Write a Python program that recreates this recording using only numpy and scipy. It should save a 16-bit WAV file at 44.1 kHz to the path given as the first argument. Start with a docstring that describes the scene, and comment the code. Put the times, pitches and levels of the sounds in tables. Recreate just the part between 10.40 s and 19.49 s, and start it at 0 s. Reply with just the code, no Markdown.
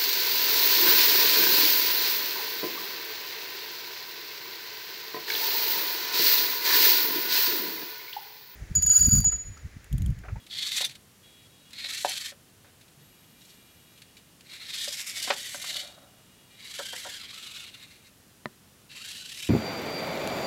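"""A small electric toy crawler climbs over rocks, close by in a quiet room: five bursts of throttle
and one faint nudge. Its gear teeth rasp in the plastic housing and throb once per turn of an
out-of-round gear, louder with speed and strain; chopped current makes the motor sing even when stalled.
The chassis knocks on stones, the drive ticks as it takes up slack, the tyres scrub and drop softly.
The mono microphone gets one bump; a few dull thuds and a low room tone lie behind."""
import sys
import numpy as np
from scipy import signal
from scipy.fft import rfft, irfft, next_fast_len
from scipy.io import wavfile
from scipy.ndimage import map_coordinates

SR = 44100
rng = np.random.default_rng(int(sys.argv[2]) if len(sys.argv) > 2 else 0)


def log_audio(samples):
    """Write samples as a 16-bit WAV file to the path given in sys.argv[1]."""
    # one column per channel
    frames = np.atleast_2d(samples).T
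    # limit to full scale, then quantise
    limited = np.clip(frames, -1, 1)
    pcm = np.round(limited * 32767).astype(np.int16)
    wavfile.write(sys.argv[1], SR, pcm)


N = 400869
MESH_TEETH, PINION_TEETH, CRUISE_TURNS_PER_S = 55, 7, 24
CHOP_HZ, CHOP_JITTER_RAD = 476.9, 0.045

# gear speed, one curve per burst: (time [s], speed [turns/s])
GEAR_SPEEDS = [
    [(.075, 17.7), (.15, 18.7), (.25, 21.8), (.33, 21.7), (.41, 23), (.58, 17.5)],
    [(1.29, 20.7), (1.43, 16.6), (1.52, 24.5), (1.58, 25), (1.66, 29.9), (1.76, 22), (1.85, 23.2),
     (1.94, 19.4)],
    [(2.93, 22), (3.2, 25)],
    [(4.03, 7.9), (4.26, 13.1), (4.35, 23.5), (4.43, 35.4), (4.5, 20.2), (4.62, 10.4), (4.78, 13.2),
     (4.9, 20.4), (5, 33.6), (5.1, 36.9), (5.26, 38.8), (5.38, 27.4), (5.5, 26.2)],
    [(6.1, 19.5), (6.3, 18.9), (6.38, 27.9), (6.53, 28.9), (6.59, 41), (6.64, 35.5), (6.71, 30.6),
     (6.77, 29.2), (6.87, 17.1), (6.95, 23.8), (7.03, 24.5), (7.1, 22.3), (7.21, 26.2), (7.35, 13.4),
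     (7.55, 6.8), (7.7, 7.2)],
    [(8.447, 14), (8.51, 14.3), (8.65, 28.2), (8.71, 32), (8.83, 27), (8.88, 28), (8.91, 33.3),
     (8.96, 35.5), (9, 42), (9.06, 45.5)],
]
# throttle: (start [s], length [s], gain at cruising speed [dB], attack [s], release t60 [s],
# gain per doubling of speed [dB], sizzle [dB], meshing tone [dB])
THROTTLE_BURSTS = [(.085, 0.35, -36, 0.018, 0.32, 27, -1.5, -21),
                   (1.29, .6, -39.5, 0.096, .11, 7, -2.5, -15),
                   (2.96, 0.15, -66.5, 0.05, 0.32, 4.5, 9.5, -22),
                   (4.03, 1.364, -42.5, 0.062, 0.39, 1.5, -1.5, -12),
                   (6.12, 1.55, -45, 0.1, 0.12, 8.5, -6.5, -9.5),
                   (8.488, .7, -47.5, 0.0087, .2, 4, -2, -10.5)]
# a wheel heaves over a stone and loads the gears, or drops free:
# (time [s], half width [s], level change [dB], sizzle change [dB])
WHEEL_STRAINS = [(.186, 0.033, 4, 0.5), (.27, 0.043, 2, 1), (.372, 0.033, 2.5, 3.5), (.447, 0.0096, 11, -6),
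                 (1.394, 0.03, 2.5, -1.5), (1.45, 0.017, 2.5, -3), (1.507, 0.012, 1, 3),
                 (1.545, .014, 0.5, 3.5), (1.62, 0.04, -6.5, 6), (4.22, 0.13, -2, -3.5),
                 (4.348, 0.016, 4, 0.5), (4.418, 0.024, 0.5, 0.5), (4.58, 0.2, 3, 3),
                 (4.685, 0.0056, 0.5, 2), (4.84, 0.058, 4, 1.5), (5.299, 0.013, 6.5, -3.5),
                 (6.36, 0.17, 1, 5.5), (6.87, 0.056, 2, -4.5), (7.315, 0.034, -5.5, -1),
                 (8.69, 0.04, 2.5, 1)]
# plastic gearbox shell: (frequency [Hz], gain [dB])
HOUSING_RESPONSE = [(500, -24.5), (900, -21), (1250, -15), (1600, -7.5), (2150, -1.5), (2700, 0.5),
                    (3200, 0), (3800, 2), (4400, 0), (5200, -6.5), (6900, -8), (7650, -6), (8500, -11),
                    (12000, -13.5), (13500, -19), (15800, -29)]
# the housing's 3-5 kHz hump against the rest of the whirr: (time [s], gain [dB])
RASP_GAIN = [(.2, 5), (.35, 3), (1.47, 2.5), (1.62, 3), (1.95, -2), (3.1, 6.5), (4.05, -1.5), (4.2, -2),
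             (4.4, 5), (4.7, -3), (4.85, 2), (5.17, -4), (5.36, 4.5), (6.3, -1), (6.5, -1.5), (6.6, -8),
             (6.75, -3.5), (7.1, -1.5), (8.6, -1.5), (9.05, 1.5)]
# how well the meshing tone radiates: (frequency [Hz], gain [dB])
MESH_RESPONSE = [(850, -22), (1300, -5), (2000, -1), (3300, 8), (6000, -4)]
# pitches the stones favour and cancel, place by place: (time [s], four peaks [Hz], dip [Hz])
STONE_COLOURS = [(.2, 2100, 3370, 3580, 4380, 2750), (.4, 2000, 3570, 3830, 4430, 2940),
                 (1.45, 1870, 2240, 3930, 4220, 2980), (1.77, 1760, 3100, 3190, 4370, 2930),
                 (4.2, 2140, 3850, 4200, 5430, 3020), (4.42, 1820, 3220, 3650, 4940, 2670),
                 (4.62, 2200, 3470, 5000, 5470, 3330), (5.03, 1940, 3050, 3470, 4670, 2454),
                 (5.35, 2080, 2930, 3720, 4430, 2630), (6.27, 2130, 2360, 3900, 4700, 2540),
                 (6.48, 3080, 3160, 3450, 4600, 2530), (6.74, 3150, 3300, 4300, 4900, 2450),
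                 (6.88, 2210, 3200, 4050, 5000, 2720), (7.1, 1320, 2860, 3530, 3900, 1960),
                 (7.45, 2160, 2730, 3780, 4230, 3100), (8.58, 2720, 3160, 3850, 4430, 3400),
                 (8.85, 2830, 3100, 4030, 4550, 2150), (9.03, 2700, 3000, 3870, 5270, 4160)]
# current held on, driving or stalled; the pulse width picks the favoured overtone:
# (start [s], length [s], gain [dB], favoured pitch [Hz])
CURRENT_SPANS = [(-.05, .1, -58, 3120), (0.832, 0.24, -60.5, 3320), (1.09, 0.022, -66, 3815),
                 (1.118, 0.074, -63, 3380), (1.192, 0.058, -66, 3815), (1.252, .69, -61, 3130),
                 (2.59, 0.98, -64.5, 2680), (3.56, 0.59, -68, 2670), (4.082, 1.43, -56.5, 2500),
                 (5.52, 0.13, -62.5, 3780), (5.66, 0.5, -68, 2850), (6.104, 1.51, -62.5, 2560),
                 (8.517, .7, -59, 2820)]
# motor whine: (harmonic [x chopping rate], level [dB])
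WHINE_HARMONICS = [(3, -30), (4, -14.5), (5, -15), (6, -14), (7, -10), (8, -12.5), (9, -20), (18, -15)]
# very narrow current pulses at the least throttle: (start [s], length [s], gain [dB], fade [dB/s])
NARROW_PULSE_SPAN = (2.62, 1, -64, 1)
# their thin ring: (harmonic [x chopping rate], level [dB])
NARROW_PULSE_RING = [(24, -13), (25, -11), (26, -17), (27, -15)]
# their hiss: (frequency [Hz], density [dB])
NARROW_PULSE_HISS = [(10400, -35), (11500, 0), (13000, -2), (13900, -30)]
# chassis hits a stone:
# (time [s], gain [dB], relative crack [dB], half the clatter's t60 [s], favoured pitch [Hz])
STONE_KNOCKS = [(0.408, -27.5, 0, 0.012, 790), (.427, -31, -20, 0.0074, 684),
                (1.445, -40.5, -9, 0.039, 550), (1.648, -10.5, -8, 0.0065, 1000),
                (1.921, -41, -4, 0.019, 550), (2.246, -42, -16, 0.13, 1680), (4.477, -29.5, -20, 0.01, 635),
                (4.876, -22.5, -11, 0.042, 960), (4.9031, -13.5, -3, 0.033, 780),
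                (4.926, -36.5, 0, 0.031, 550), (5.146, -24.5, -15, 0.0092, 1370),
                (5.241, -37, -0.5, 0.034, 1380), (5.355, -36, -4, 0.024, 1380)]
# chassis resonances: (frequency [Hz], level [dB], t60 [s])
CHASSIS_MODES = [(290, 2.5, 0.03), (564.5, 2.5, 0.035), (746, 0.5, 0.02), (963, 0.5, 0.012),
                 (1414, -2.5, 0.021), (1570, 1, 0.014), (1830, -11, 0.015), (2740, -21, 0.011)]
# a tyre lands on a stone: (time [s], gain [dB], rise [s], favoured pitch [Hz])
TYRE_DROPS = [(6.389, -31.5, 0.0071, 1560), (6.528, -35.5, 0.0062, 1600), (6.646, -38.5, 0.01, 950)]
# plastic ticks from the drive: (time [s], gain [dB], t60 [s])
SLACK_TICKS = [(.065, -44, 0.044), (0.178, -33, 0.019), (0.38, -22, 0.044), (0.408, -23, 0.018),
               (0.495, -35, 0.021), (0.508, -46, 0.11), (0.552, -41, 0.044), (1.307, -40, 0.02),
               (1.332, -33.5, 0.016), (1.391, -43, 0.026), (2.41, -53, 0.074), (2.48, -55, .05),
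               (3.575, -54, 0.11), (3.618, -44, 0.047), (3.767, -48.5, 0.092), (4.008, -41.5, 0.02)]
# bright suspension clicks: (time [s], gain [dB])
SPRING_CLICKS = [(0.447, -27.5), (0.459, -41), (1.692, -29), (1.857, -41)]
# colour of those clicks: (frequency [Hz], density [dB])
SPRING_SPECTRUM = [(2500, -25), (5400, -9), (6000, 7), (6800, -11), (10200, -3), (13000, -12), (15800, -20)]
# a tyre scrubs on stone: (time [s], level [dB])
SCRUB_LEVEL = [(4.55, -110), (4.78, -61.5), (4.95, -61.5), (5.05, -79), (5.25, -58.5), (5.5, -56.5),
               (5.65, -62.5), (5.8, -72), (5.95, -110)]
# colour of the scrubbing rubber: (frequency [Hz], density [dB])
SCRUB_SPECTRUM = [(350, -29), (550, 6.5), (680, 8), (950, -6.5), (1400, 0), (2000, -17), (4000, -43)]
# resonances of the microphone's body: (frequency [Hz], level [dB], t60 [s])
MIC_MODES = [(145, 0.5, 0.069), (214, 3, 0.078), (357, -13, 0.11), (597, -3, 0.048), (995, -5, 0.052),
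             (1240, -6, .035), (1810, -5, 0.044), (1920, -0.5, 0.033), (2020, -4, 0.029), (4050, 2, 0.0089)]
# soft low thuds in the room: (time [s], level [dB])
ROOM_THUDS = [(0.486, -52), (2.571, -49), (2.611, -50.5)]
# the room's decay: (frequency [Hz], t60 [s])
ROOM_DECAY = [(200, 0.28), (2000, 0.1), (10000, 0.021)]
# room tone: (frequency [Hz], density [dB])
ROOM_TONE = [(15, -54), (25, -18), (59, -6.5), (96, 0), (205, -1.5), (241, -3), (276, -5), (361, -8),
             (905, -15), (1820, -15), (2260, -17), (2890, -14.5), (3880, -17), (11700, -19), (15800, -24.5)]


def gearbox(throb_db=2.4, flutter_db=1.7, grit_db=2.7, pinion_db=-7, lag_s=0.23):
    """Teeth strike unevenly and ring the housing; faster gears are louder and brighter."""
    speed, angle = gear_rotation()
    age, length, burst_db, attack, release, doubling_db, sizzle_db, mesh_db = held(THROTTLE_BURSTS)
    rasp_db, = curves(RASP_GAIN)
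    strain_db, rattle_db = wheel_strain()
    octaves = np.log2(speed / CRUISE_TURNS_PER_S)
    # every tooth contact is a short scrape of its own strength
    scrape = unit(rng.standard_normal(N) * amp(grit_db * wobble(1400)))
    teeth = stone_echoes(stone_colour(scrape + amp(pinion_db) * pinion(angle)))
    growl = amp(-6 + 1.1 * octaves) * housing_band(teeth, 20, 2750)
    rasp = amp(rasp_db) * housing_band(teeth, 2750, 5100)
    lag_db = -6 * np.exp(-age / lag_s)  # loose parts take a moment to start rattling
    sizzle = amp(sizzle_db + rattle_db + lag_db + 0.5 * octaves) * housing_band(teeth, 5100, SR)
    # the out-of-round gear binds once per turn; momentum evens this out at speed
    bind_db = throb_db * (CRUISE_TURNS_PER_S / speed) ** 0.65 * np.cos(angle)
    envelope = (1 - np.exp(-(age / attack) ** 2)) * amp(-60 * np.maximum(age - length, 0) / release)
    level_db = burst_db + doubling_db * octaves + strain_db + bind_db + flutter_db * wobble(110)
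    mesh = amp(mesh_db) * gear_whine(speed, angle)
    return envelope * amp(level_db) * (mesh + growl + rasp + sizzle)


def gear_rotation():
    """Speed [turns/s] and angle [rad] of the gear; each burst starts from the spot where it binds."""
    speed, angle = np.full(N, GEAR_SPEEDS[0][0][1]), np.zeros(N)
    for curve in GEAR_SPEEDS:
        first = round(curve[0][0] * SR)
        speed[first:] = curves(curve)[0][first:]
        angle[first:] = 2 * np.pi * np.cumsum(speed[first:]) / SR
    return speed, angle


def gear_whine(speed, angle, slip_rad=0.8, overtone_db=-4, chatter_db=3.5):
    """The meshing tone and its overtones glide with speed; backlash blurs them and makes them stutter."""
    phase = MESH_TEETH * angle + slip_rad * wobble(260)
    out = np.zeros(N)
    for k in (1, 2, 3):
        db = along(MESH_RESPONSE, k * MESH_TEETH * speed) + overtone_db * (k - 1)
        out += amp(db + chatter_db * wobble(90)) * np.cos(k * phase + 1.5 * wobble(60))
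    return out


def pinion(angle, reseat_hz=65, points=100):
    """Rough flanks repeat each revolution and slowly reseat: partials that slide with the speed."""
    flanks = rng.standard_normal((int(N / SR * reseat_hz) + 2, points))
    laps = angle / (2 * np.pi) * MESH_TEETH / PINION_TEETH
    contact = [np.arange(N) / SR * reseat_hz, laps % 1 * points]
    return unit(map_coordinates(flanks, contact, mode="grid-wrap"))


def wheel_strain():
    """A wheel loads or frees the gears: bell-shaped swells and dips of level and sizzle [dB]."""
    level, sizzle = np.zeros(N), np.zeros(N)
    for s, width, db, sizzle_db in WHEEL_STRAINS:
        bell = np.hanning(round(4 * width * SR))
        add(level, s - 2 * width, db * bell)
        add(sizzle, s - 2 * width, sizzle_db * bell)
    return level, sizzle


def housing(hz):
    """Gain of the gearbox shell: a broad hump in the low treble."""
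    return amp(along(HOUSING_RESPONSE, hz))


def housing_band(x, low_hz, high_hz):
    """One steep-sided band of x heard through the shell, at rms 1."""
    below = lambda hz, edge: 1 / (1 + (hz / edge) ** 24)
    return unit(filtered(x, lambda hz: housing(hz) * (below(hz, high_hz) - below(hz, low_hz))))


def stone_colour(x, boost_db=1.5, peak_width_hz=200, dip_depth=0.6, dip_width_hz=440):
    """The surrounding stones colour the gears, gliding from place to place as the toy moves."""
    hz, t, spectra = signal.stft(x, SR, nperseg=1024)
    bell = lambda centre, width: 1 / (1 + (2 * (hz - centre) / width) ** 2)
    times, gains = [], []
    for s, *peaks, dip_hz in STONE_COLOURS:
        boost = 1 + amp(boost_db) * sum(bell(peak, peak_width_hz) for peak in peaks)
        gains.append(boost * (1 - dip_depth * bell(dip_hz, dip_width_hz)))
        times.append(s)
    gliding = np.array([np.interp(t, times, gain) for gain in np.transpose(gains)])
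    return signal.istft(spectra * gliding, SR)[1][:N]


def stone_echoes(x, echo_gain=0.22, delay_s=0.0028, drift_s=0.00012):
    """Two echoes off nearby stones; their paths drift as the toy rocks, so the colour shifts."""
    n = np.arange(N)
    delays = [k * delay_s + drift_s * wobble(5) for k in (1, 2)]
    return x + echo_gain * sum(np.interp(n - np.round(delay * SR), n, x) for delay in delays)


def motor(waver_db=1.7, stutter_db=2, buzz_db=-5, favour_db=9, favour_width_hz=370):
    """Chopped current shakes the windings: stuttering harmonics, the higher ones blurred, over a buzz."""
    t = np.arange(N) / SR
    phase = 2 * np.pi * CHOP_HZ * t

    def harmonic(k):
        stutter = np.sqrt(2) * amp(stutter_db * wobble(35))
        return stutter * np.sin(k * (phase + CHOP_JITTER_RAD * wobble(150)) + rng.uniform(0, 2 * np.pi))

    current = sum(amp(db) * switched(s, length) for s, length, db, _ in CURRENT_SPANS)
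    favoured_hz = held(CURRENT_SPANS)[-1]
    favour = lambda k: favour_db * np.exp(-((k * CHOP_HZ - favoured_hz) / favour_width_hz) ** 2)
    whine = sum(amp(db + favour(k)) * harmonic(k) for k, db in WHINE_HARMONICS)
    buzz = amp(buzz_db) * unit(filtered(rng.standard_normal(N) * (1 + np.cos(phase)) ** 2, housing))
    # at the least throttle, very narrow pulses add a thin, fading sizzle
    start, length, sizzle_db, fade_db_per_s = NARROW_PULSE_SPAN
    fade = switched(start, length) * amp(sizzle_db - fade_db_per_s * np.maximum(t - start, 0))
    thin_ring = sum(amp(db) * harmonic(k) for k, db in NARROW_PULSE_RING)
    sizzle = amp(-3) * thin_ring + amp(-5) * noise(NARROW_PULSE_HISS)
    return current * amp(waver_db * wobble(4.04)) * (whine + buzz) + fade * sizzle


def chassis_knocks(clatter=0.89, rise_s=0.0018, body_db=1, low_cut_hz=440):
    """A blow and a brief clatter of loose parts ring the chassis, which is too small to radiate bass."""
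    out, t = np.zeros(N), np.arange(SR // 5) / SR
    crack_noise = noise([(500, -1), (1500, 7.5), (3500, 4.5), (6000, -7), (15000, -51)])
    for s, db, crack_db, half_t60, favoured_hz in STONE_KNOCKS:
        fade = amp(-30 * t / half_t60) * (1 - np.exp(-t / rise_s))
        force = rng.standard_normal(len(t)) * fade
        force *= clatter / np.linalg.norm(force)
        force[0] += 1  # the blow itself
        body = signal.fftconvolve(force, chassis_ring(favoured_hz, t))[:len(t)]
        crack = crack_noise[round(s * SR):][:len(t)] * fade
        add(out, s, amp(db) * (amp(body_db) * body / np.abs(body).max() + amp(crack_db) * crack))
    return signal.sosfilt(signal.butter(3, low_cut_hz, "high", fs=SR, output="sos"), out)


def chassis_ring(favoured_hz, t, favour_db=6, width_hz=200):
    """The struck chassis rings; the point of contact favours some modes."""
    favour = lambda hz: favour_db * np.exp(-((hz - favoured_hz) / width_hz) ** 2)
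    return ring([(hz, db + favour(hz), t60) for hz, db, t60 in CHASSIS_MODES], t, scatter_db=1)


def tyre_drops(band_hz=(470, 2100)):
    """Rubber cushions the landing: the chassis is shaken by a rounded push, with no crack."""
    out, t = np.zeros(N), np.arange(SR // 8) / SR
    for s, db, rise, favoured_hz in TYRE_DROPS:
        force = rng.standard_normal(2 * len(t) - 1)
        shake = signal.fftconvolve(force, chassis_ring(favoured_hz, t), "valid")
        thump = shake * t / rise * np.exp(-t / rise)
        add(out, s, amp(db) * 2 * thump / np.abs(thump).max())
    return signal.sosfilt(signal.butter(3, band_hz, "band", fs=SR, output="sos"), out)


def drive_ticks(gain_db=2, rise_s=0.0013, click_t60=0.049):
    """Slack in the drive closes with a snap that rings the housing; the suspension clicks higher."""
    slack, spring, t = np.zeros(N), np.zeros(N), np.arange(SR // 10) / SR
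    pulse = lambda db, t60: amp(db + gain_db - 60 * t / t60) * (1 - np.exp(-t / rise_s))
    for s, db, t60 in SLACK_TICKS:
        add(slack, s, pulse(db, t60))
    for s, db in SPRING_CLICKS:
        add(spring, s, pulse(db, click_t60))
    return slack * noise(HOUSING_RESPONSE) + spring * noise(SPRING_SPECTRUM)


def tyre_scrub(judder_db=3):
    """Rubber grips and slips on stone."""
    scrub_db, = curves(SCRUB_LEVEL)
    return amp(scrub_db + judder_db * wobble(60)) * noise(SCRUB_SPECTRUM)


def mic_bump(s=8.0575, push_db=-15, width_s=0.00014, body_db=-34, low_cut_hz=90):
    """One sharp tap right on the microphone rings its body, close and dry."""
    out, t = np.zeros(N), np.arange(SR // 8) / SR
    push = np.exp(-(t / width_s - 2) ** 2)
    add(out, s - width_s, amp(push_db) * push)
    add(out, s + 2 * width_s, -amp(body_db) * ring(MIC_MODES, t, scatter_db=2))
    return signal.sosfilt(signal.butter(2, low_cut_hz, "high", fs=SR, output="sos"), out)


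def room_thuds(pitch_hz=140, rise_s=0.01):
    """Dull, soft-edged thuds in the background, just above the room tone."""
    out, t = np.zeros(N), np.arange(SR // 5) / SR
    thud = t / rise_s * np.exp(1 - t / rise_s) * np.sin(2 * np.pi * pitch_hz * t)
    for s, db in ROOM_THUDS:
        add(out, s, amp(db) * thud)
    return out


def room_reverb(x):
    """A short diffuse tail reaches the microphone 5 ms late and dies sooner in the treble."""
    hz, t, spectra = signal.stft(rng.standard_normal(SR // 2), SR, nperseg=256)
    decay = amp(-60 * t / along(ROOM_DECAY, hz)[:, None])
    tail = signal.istft(spectra * decay, SR, nperseg=256)[1]
    return signal.fftconvolve(x, np.pad(tail, (SR // 200, 0)) / np.linalg.norm(tail))[:N]


def amp(db):
    """Decibels to gain."""
    return 10 ** (np.asarray(db) / 20)


def unit(x):
    """Scale to rms 1."""
    return x / np.sqrt(np.mean(x ** 2) + 1e-20)


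def along(points, hz):
    """Read (frequency [Hz], value) points on a log axis."""
    freqs, values = np.transpose(points)
    return np.interp(np.log(hz + 1), np.log(freqs), values)


def curves(rows):
    """One value per sample for each column after the time."""
    times, *columns = np.transpose(rows)
    return [np.interp(np.arange(N) / SR, times, column) for column in columns]


def held(rows):
    """For each sample: the time since the latest row began, and that row's other columns."""
    rows, t = np.array(rows), np.arange(N) / SR
    latest = np.maximum(np.searchsorted(rows[:, 0], t, "right") - 1, 0)
    start, *columns = rows[latest].T
    return np.maximum(t - start, 0), *columns


def switched(start, length, ramp_s=0.006):
    """Gain that ramps up at the start, holds and ramps down."""
    t = np.arange(N) / SR
    return np.clip(np.minimum(t - start, start + length - t) / ramp_s + 0.5, 0, 1)


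def wobble(rate):
    """A smooth random curve of rms 1, rate knots a second."""
    knots = rng.standard_normal(int(N * rate / SR) + 4)
    fine = np.arange(0, len(knots) - 1, 1 / 10)
    return unit(np.interp(np.arange(N) * rate / SR, fine, map_coordinates(knots, [fine])))


def filtered(x, response):
    """Filter x by a gain given as a function of frequency."""
    size = next_fast_len(N + SR // 2)
    return irfft(rfft(x, size) * response(np.fft.rfftfreq(size, 1 / SR)), size)[:N]


def noise(spectrum):
    """Noise of rms 1, coloured by (frequency [Hz], density [dB]) points."""
    return unit(filtered(rng.standard_normal(N), lambda hz: amp(along(spectrum, hz))))


def ring(modes, t, scatter_db):
    """Damped modes, struck at slightly random strengths."""
    return sum(amp(db + scatter_db * rng.standard_normal() - 60 * t / t60) * np.sin(2 * np.pi * hz * t)
               for hz, db, t60 in modes)


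def add(track, s, sound):
    """Mix a sound into the track at time s."""
    part = track[round(s * SR):][:len(sound)]
    part += sound[:len(part)]


def scene(reverb_db=-15.5, room_tone_db=-57.5):
    """The toy close to one microphone, mostly direct sound, over a low steady room tone."""
    toy = gearbox() + motor() + chassis_knocks() + tyre_drops() + drive_ticks() + tyre_scrub()
    room_tone = amp(room_tone_db) * noise(ROOM_TONE)
    return (toy + amp(reverb_db) * room_reverb(toy) + mic_bump() + room_thuds() + room_tone)[None]


def record(dry, top_hz=15850):
    """The microphone's channel passes nothing above its band limit."""
    return filtered(dry[0], lambda hz: hz < top_hz)[None]


dry = scene()
out = record(dry)
log_audio(out)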